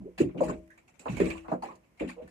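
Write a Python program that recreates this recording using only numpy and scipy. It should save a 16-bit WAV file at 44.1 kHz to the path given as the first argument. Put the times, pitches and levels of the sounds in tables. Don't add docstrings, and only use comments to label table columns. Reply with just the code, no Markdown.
import sys
import numpy as np
from scipy import signal
from scipy.fft import rfft, irfft
from scipy.io import wavfile
from scipy.ndimage import uniform_filter1d

SR = 44100
rng = np.random.default_rng(int(sys.argv[2]) if len(sys.argv) > 2 else 0)


def wav_record(signal):
    frames = np.transpose(np.atleast_2d(signal))
    bounded = np.clip(frames, -1, 1)
    quanta = np.round(bounded * 32767).astype(np.int16)
    wavfile.write(sys.argv[1], SR, quanta)


N = 101430

LEFT_LAG_S = 0.00031
SLAP_FADE_S, SLAP_FADE_SHARE = 0.004, 0.48
SLAP_EVEN_CYCLES = 2.7
SLAP_CLEAR_S = 0.028
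HULL_SIDE_HZ, HULL_SIDE_DB = 610, -1
TICK_T60_S, TICK_Q, TICK_TREBLE_DB, TICK_SNAP = 0.03, 7.5, -19.5, 2.2
SPRAY_LOW_DB, SPRAY_HIGH_DB, SPRAY_ROUGH_DB, SPRAY_SIDE = -14, -9.5, 1, 0.94
SPRAY_PEAK_GAIN, SPRAY_PEAK_Q = 1.09, 8
SPRAY_RISE_S, SPRAY_PATCH_S, SPRAY_PATCH_DB = 0.0056, 0.02, 1.8
GURGLE_WIDTH_HZ, GURGLE_ROUGH = 69, 0.52
SEA_DB, SEA_SIDE_HZ = -68.5, 500
LOW_CUT_HZ, CUTOFF_HZ = 48, 16000


def from_db(db):
    return 10 ** (np.asarray(db) / 20)


def rms_one(x):
    return x / np.sqrt(np.mean(x ** 2) + 1e-20)


def filtered(order, hz, kind, x):
    return signal.sosfilt(signal.butter(order, hz, kind, fs=SR, output="sos"), x)


def high_part(x, hz):
    return filtered(1, hz, "high", x)


def panned(mid, side, pan_db):
    lag = int(LEFT_LAG_S * SR)
    left = np.roll(mid + side, lag)
    right = mid - side
    return np.array([left, right]) * from_db([[pan_db / 2], [-pan_db / 2]])


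def coloured(spectrum, count):
    hz = np.fft.rfftfreq(N, 1 / SR) + 1
    point_hz, point_db = np.array(spectrum).T
    gain = from_db(np.interp(np.log(hz), np.log(point_hz), point_db, left=-90, right=-90))
    white = rng.standard_normal((count, N))
    return rms_one(irfft(rfft(white) * gain, N))


def slaps():
    # (time [s], level [dB], centre
    # [Hz], rise [s], push length, at least 0.004 [s], # band edge either side of centre [octaves], ringing re
    # direct push [dB], left re right [dB])
    slap_table = [(0.0, -43, 204.5, 0.002, 0.018, 0.47, -0.5, -2),
                  (0.008, -62, 652, 0.0041, 0.021, 0.3, 3.5, -3),
                  (0.064, -55, 442, 0.0089, 0.042, 0.28, 3, -1),
                  (0.183, -38.5, 190, 0.0042, 0.022, 0.47, -6, 2),
                  (0.2, -16, 329, 0.0071, 0.013, 0.56, -12, -1),
                  (0.202, -33.5, 130, 0.0058, 0.059, 0.57, -31, -1.5),
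                  (0.226, -28.5, 325, 0.0058, 0.054, 0.24, -27, -0.5),
                  (0.225, -40.5, 518, 0.0055, 0.024, 0.47, -11.5, 2.5),
                  (0.291, -61.5, 993, 0.0025, 0.021, 0.53, -7.5, -1),
                  (0.344, -38, 294, 0.0077, 0.046, 1, -4, 0), (0.377, -35, 278, 0.012, 0.038, 0.64, -3, -1),
                  (0.405, -24, 659, 0.0022, 0.0033, 0.53, -7, 0),
                  (0.4106, -19.5, 543, 0.0036, 0.0071, 0.41, -6, 1.5),
                  (0.405, -45.5, 977, 0.0023, 0.081, 0.23, -9, 0),
                  (0.422, -32.5, 659, 0.0039, 0.023, 0.48, -14.5, 0.5),
                  (0.442, -37.5, 240, 0.013, 0.076, 1, -17, -1.5),
                  (0.484, -34, 312, 0.0047, 0.05, 1, -4.5, -1.5),
                  (0.479, -44.5, 1120, 0.004, 0.032, 0.68, -15, 0),
                  (0.493, -37.5, 1072, 0.0022, 0.011, 0.2, -9, 3.5),
                  (0.528, -52.5, 330, 0.0018, 0.083, 0.62, -21, -8),
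                  (0.7, -57, 1770, 0.0017, 0.035, 0.19, -60.5, -4),
                  (0.883, -67, 720, 0.0017, 0.018, 0.91, -27.5, -9.5),
                  (0.995, -60.5, 500, 0.0035, 0.17, 1, -4, -1.5),
                  (1.056, -33.5, 702, 0.0018, 0.03, 0.69, -12, -2),
                  (1.057, -44.5, 314, 0.0038, 0.035, 0.86, -18, -2),
                  (1.085, -32.5, 171, 0.0066, 0.087, 0.74, -9, -0.5),
                  (1.168, -49, 500, 0.0026, 0.027, 0.8, 6, -12),
                  (1.2008, -18.5, 400, 0.00054, 0.0019, 0.97, -12.5, -3),
                  (1.211, -19, 403, 0.0019, 0.0065, 0.46, -5, 0.5),
                  (1.234, -31.5, 260, 0.0014, 0.066, 1, -8, 0.5),
                  (1.295, -57.5, 386, 0.0025, 0.075, 0.9, -23, 18),
                  (1.351, -57.5, 1120, 0.0034, 0.032, 0.14, 2, -4),
                  (1.441, -51.5, 824, 0.0079, 0.036, 0.7, -21, -0.5),
                  (1.478, -46.5, 673, 0.011, 0.073, 0.77, 1.5, 1),
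                  (1.514, -27, 634, 0.00446, 0.018, 0.49, -8.5, -0.5),
                  (1.535, -37, 625, 0.0029, 0.027, 0.33, -5.5, -5),
                  (1.517, -42.5, 1226, 0.0016, 0.026, 0.39, -22, 2.5),
                  (1.518, -32.5, 234, 0.00057, 0.041, 0.67, -4.5, -0.5),
                  (1.621, -36, 880, 0.0049, 0.0049, 0.56, -22, 4),
                  (1.631, -35.5, 793, 0.0026, .016, 0.4, -13, -1),
                  (1.626, -45.5, 344, 0.001, 0.071, 0.91, -8.5, -1.5),
                  (1.659, -43.5, 798, 0.001, 0.005, 0.91, -12, -2),
                  (1.679, -46, 1000, 0.011, 0.038, 0.25, -12.5, -2.5),
                  (1.694, -56, 433, 0.0075, 0.063, 1, -0.5, 0),
                  (2.006, -29, 317, 0.0025, 0.037, 0.87, -25, 2),
                  (2.038, -36, 255, 0.002, 0.042, 0.34, 0, 0.5),
                  (2.158, -43, 492, 0.0193, 0.056, 0.09, -17, -0.5),
                  (2.157, -54, 505, 0.0148, 0.068, 0.86, -22, -2.5),
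                  (2.168, -46.5, 629, 0.022, 0.028, 0.081, -12, 0),
                  (2.273, -65, 1490, 0.0015, 0.0086, 0.35, -18, -8),
                  (2.215, -51.5, 218, 0.0082, 0.051, 0.85, -4, -1.5)]
    size, settle = 32768, 4096
    t = np.arange(size) / SR
    out = np.zeros((2, N + size))
    for s, level_db, hz, rise_s, length_s, octaves, ring_db, pan_db in slap_table:
        length_s = max(length_s, 0.004)
        fade_s = SLAP_FADE_S + SLAP_FADE_SHARE * length_s
        since_hold = np.maximum(t - rise_s - length_s / 2, 0)
        shape = np.minimum(t / rise_s, 1) * np.exp(-since_hold / fade_s)

        edges = hz * 2 ** (octaves * np.array([-1.0, 1.0]))
        rough = filtered(2, edges, "band", rng.standard_normal((2, size + settle)))
        power = uniform_filter1d(rough ** 2, int(SLAP_EVEN_CYCLES * SR / hz))
        rough = (rough / np.sqrt(power + 1e-12))[:, settle:]

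        clear = np.clip(1 - length_s / SLAP_CLEAR_S, 0, 1) ** 0.5
        pitch = np.sqrt(2) * np.sin(2 * np.pi * hz * t) * [[1], [0]]
        push = rough * np.sqrt(1 - clear ** 2) + clear * pitch
        force = filtered(2, edges, "band", push * shape + 1e-18)

        impulse = np.arange(size) == int(rise_s * SR / 2)
        ringing = hull_rings(filtered(2, edges, "band", impulse + 1e-18))
        loud = int((rise_s + length_s) * SR)
        match = force[:, :loud].std() / ringing[0, :loud].std()
        mid, side = force + from_db(ring_db) * ringing * match
        side = from_db(HULL_SIDE_DB) * high_part(side, HULL_SIDE_HZ)
        i = int(s * SR)
        out[:, i:i + size] += from_db(level_db) * panned(mid, side, pan_db)
    return out[:, :N]


def hull_rings(blow):
    # (frequency [Hz], level [dB], decay by 60 dB [s])
    modes = [(55.3, -22, 0.55), (125, -5.5, 0.19), (130, 11.5, 0.18), (181.8, 8.5, 0.39), (245.1, 7, 0.22),
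             (328, -5, 0.64), (384, -28, 0.34), (474, -2.5, 0.074), (503, -12, 0.28), (621, -13, 0.44),
             (781, -12.5, 0.11), (986, -2.5, 0.089), (1125, -7, 0.048)]
    out = 0
    for k, (hz, level_db, t60) in enumerate(modes):
        r = from_db(-60 / (t60 * SR))
        poles = [1, -2 * r * np.cos(2 * np.pi * hz / SR), r * r]
        ring = signal.lfilter([1, 0, -1], poles, blow)
        strength = np.array([[(-1) ** k], [rng.standard_normal()]])
        out = out + strength * from_db(level_db) * ring
    return out


def spray():
    # (time [s], level [dB], treble re body [dB], decay by 60 dB [s],
    # left re right [dB], hold from onset [s], body centre [Hz], treble centre [Hz])
    bursts = [(0.177, -21, -19.5, 0.17, 0.5, 0.015, 2750, 4030),
              (0.1962, -28, -11, 0.14, -0.5, 0.019, 2900, 6700),
              (0.285, -43.5, -48, 0.23, 0.5, 0.0066, 2120, 3860),
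              (0.3722, -35.5, -19, 0.34, 0.5, 0.031, 2940, 3900),
              (0.405, -48.5, 2.5, 0.15, -3.5, 0.013, 2484, 6700),
              (0.43, -33.5, -9, 0.35, 1, 0.016, 2340, 8100),
              (0.4813, -36.5, -8, 0.059, -1, 0.026, 1900, 7100),
              (0.5048, -35, -25, 0.11, -0.5, 0.029, 1550, 3780),
              (0.704, -50.5, -16, 0.31, 1, 0.011, 1733, 7450),
              (0.773, -44, -18, 0.12, -2, 0.016, 2210, 7140),
              (0.8756, -46.5, -11.5, 0.19, -1.5, 0.0082, 2600, 7230),
              (0.937, -62, -16.5, 0.22, 31.5, 0.014, 2780, 7080),
              (0.9912, -40.5, -4.5, 0.24, -3, 0.0055, 2540, 8000),
              (1.051, -41.5, -13.5, 0.27, -6, 0.025, 1610, 4220),
              (1.078, -28, -49, 0.066, -2, 0.023, 2520, 3970),
              (1.094, -37.5, -10, 0.26, -5.5, 0.018, 2570, 6900),
              (1.1145, -33.5, -13, 0.69, 0.5, 0.029, 1630, 3900),
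              (1.1648, -28, -16, 0.27, -8.5, 0.01, 2400, 7260),
              (1.1965, -18.5, -20, 0.2, -3.5, 0.0071, 2140, 7090),
              (1.24, -27, -16, 0.095, -3, 0.0045, 2140, 3740),
              (1.2516, -27.5, -14.5, 0.47, -5, 0.011, 2820, 8370),
              (1.299, -24, -18, 0.14, -2, 0.012, 2430, 4350),
              (1.3663, -34, -17.5, 0.1, 0.5, 0.016, 2720, 8360),
              (1.4777, -38.5, -18, 0.14, 1, 0.047, 2075, 4250),
              (1.512, -62.5, 9.5, 0.12, -5, 0.016, 1650, 7160),
              (1.62, -35.5, -11.5, 0.3, 0.5, 0.022, 1650, 4340),
              (1.647, -40, -57, 0.099, 3.5, 0.037, 2380, 4640),
              (1.7043, -44, -22, 0.18, -1, 0.015, 1810, 3860),
              (1.751, -48.5, -5, 0.061, -4, 0.0054, 2830, 6600),
              (1.831, -54, -19, 0.088, -4, 0.021, 2384, 7380),
              (1.9707, -50, -12, 0.15, 0.5, 0.029, 1960, 4800),
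              (1.9942, -27.5, -22.5, 0.23, 0, 0.021, 2240, 7300),
              (2.073, -36, -13, 0.21, 5.5, 0.014, 2950, 4050),
              (2.086, -27.5, -17, 0.14, -1.5, 0.016, 1800, 4600),
              (2.178, -53, -25, 0.15, 0, 0.017, 2800, 4120),
              (2.216, -47, -17.5, 0.29, 0.5, 0.018, 1750, 3900),
              (2.274, -44.5, -13.5, 0.22, 0, 0.0086, 1720, 8900)]
    # (frequency [Hz], relative density [dB per Hz])
    body_spectrum = [(410, -7.5), (700, 1.5), (1420, -6), (1750, -3.5), (2610, 1), (2820, -6.5),
                     (3370, -13.5), (4130, -18.5), (4500, -32.5), (5850, -32), (9900, -120)]
    # (frequency [Hz], relative density [dB per Hz])
    treble_spectrum = [(2060, -47), (3500, -17.5), (3940, -1), (4410, -4.5), (5550, -6), (7260, -0.5),
                       (9200, -6.5), (9980, -11), (15500, -24)]
    size = 16384
    t = np.arange(size) / SR
    out = np.zeros((2, N + size))
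    beds = []
    for spectrum, level_db in ((body_spectrum, SPRAY_LOW_DB), (treble_spectrum, SPRAY_HIGH_DB)):
        wander = rms_one(uniform_filter1d(rng.standard_normal(N), size=120))
        grain = from_db(SPRAY_ROUGH_DB * wander)
        beds.append(from_db(level_db) * grain * patchy(coloured(spectrum, count=2)))

    starts = rng.integers(0, N - size, len(bursts))
    for (s, level_db, treble_db, t60, pan_db, hold_s, low_hz, high_hz), start in zip(bursts, starts):
        burst = 0
        for bed, hz, gain_db in zip(beds, (low_hz, high_hz), (0, treble_db)):
            piece = bed[:, start:start + size]
            peak = signal.lfilter(*signal.iirpeak(hz, SPRAY_PEAK_Q, fs=SR), piece)
            burst = burst + from_db(gain_db) * (piece + SPRAY_PEAK_GAIN * peak)
        rise = np.minimum(t / SPRAY_RISE_S, 1)
        fade = from_db(level_db - 60 * np.maximum(t - hold_s, 0) / t60)
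        mid, side = burst * rise * fade
        i = int(s * SR)
        out[:, i:i + size] += panned(mid, SPRAY_SIDE * side, pan_db)
    return out[:, :N]


def patchy(x):
    out, edges = 0, np.geomspace(500, 17000, 16)
    for low, high in zip(edges, edges[1:]):
        smooth = uniform_filter1d(rng.standard_normal(N), int(SPRAY_PATCH_S * SR))
        flicker = rms_one(uniform_filter1d(smooth, size=100))
        out = out + from_db(SPRAY_PATCH_DB * flicker) * filtered(2, [low, high], "band", x)
    return out


def ticks():
    # (time [s], peak of the middle signal [dB], centre [Hz], left re right [dB])
    tick_table = [(0.185, -36, 2580, 1), (0.6779, -55, 2020, -6), (0.7051, -53, 1750, 2),
                  (0.7781, -50, 1560, 2.5), (0.8814, -55.5, 2680, -0.5), (0.9951, -45, 2350, -6),
                  (1.0925, -41.5, 2330, -1), (1.169, -38.5, 2480, -6), (1.1793, -40.5, 2430, -3.5),
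                  (1.2035, -37.5, 2310, 5), (1.243, -39, 2220, 3.5), (1.3034, -36, 2630, -7),
                  (1.6255, -48.5, 1820, 7), (1.6596, -50, 2570, 4), (2.277, -53.5, 1790, 10)]
    size = 4096
    out = np.zeros((2, N + size))
    fade = from_db(-60 * np.arange(size) / SR / TICK_T60_S)
    for s, peak_db, hz, pan_db in tick_table:
        crackle = rng.standard_normal((2, size)) * fade
        crackle[0, 0] += 4 * TICK_SNAP
        body = signal.lfilter(*signal.iirpeak(hz, TICK_Q, fs=SR), crackle)
        treble = filtered(1, (5000, 10000), "band", crackle)
        tick = body + from_db(TICK_TREBLE_DB) * treble
        mid, side = tick / np.abs(tick[0]).max()
        i = int(s * SR)
        out[:, i:i + size] += from_db(peak_db) * panned(mid, 0.2 * side, pan_db)
    return out[:, :N]


def gurgle():
    # (time [s], pitch [Hz], level [dB])
    pocket = [(0.023, 247, -51.5), (0.047, 314, -42), (0.064, 381, -36), (0.077, 484, -40.5),
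              (0.092, 397, -45), (0.106, 342, -49), (.125, 330, -61)]
    s, hz, level_db = np.transpose(pocket)
    t = np.arange(N) / SR
    slow = rms_one(filtered(2, GURGLE_WIDTH_HZ, "low", rng.standard_normal((2, N))))
    roughness = 1 + GURGLE_ROUGH * (slow[0] + 1j * slow[1])
    phase = 2 * np.pi * np.cumsum(np.interp(t, s, hz)) / SR
    tone = (roughness * np.exp(1j * phase)).real
    tone = tone * from_db(np.interp(t, s, level_db, left=-200, right=-200))
    return panned(tone, 0 * tone, -0.88)


def rumble():
    # (time [s], level [dB])
    rocking = [(0.0, -55.5), (0.04, -56.5), (0.13, -73), (0.26, -43), (0.36, -62.5), (0.47, -41),
               (0.861, -83), (1.01, -76), (1.11, -49), (1.29, -38.5), (1.328, -51.5), (1.4, -49),
               (1.441, -56), (1.98, -84), (2.02, -46.5), (2.16, -67.5), (2.27, -57.5), (2.3, -76)]
    s, level_db = np.transpose(rocking)
    noise = filtered(3, (39.3, 74), "band", rng.standard_normal(N + SR))[SR:]
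    return from_db(np.interp(np.arange(N) / SR, s, level_db)) * rms_one(noise)


def sea():
    # (frequency [Hz], relative density [dB per Hz])
    sea_spectrum = [(15, -23), (25, 2), (210, 4), (946, -11.5), (1030, -7.5), (1110, -13.5), (1620, -15.5),
                    (2240, -12.5), (3350, -23.5), (3630, -28), (6560, -25), (11200, -29.5), (15500, -34.5)]
    mid, side = coloured(sea_spectrum, count=2)
    return from_db(SEA_DB) * panned(mid, high_part(side, SEA_SIDE_HZ), -0.46)


def scene():
    return slaps() + spray() + ticks() + gurgle() + rumble() + sea()


def record(dry):
    thin = filtered(3, LOW_CUT_HZ, "high", dry)
    return signal.sosfilt(signal.cheby2(24, 60, CUTOFF_HZ, fs=SR, output="sos"), thin)


dry = scene()
out = record(dry)
wav_record(out)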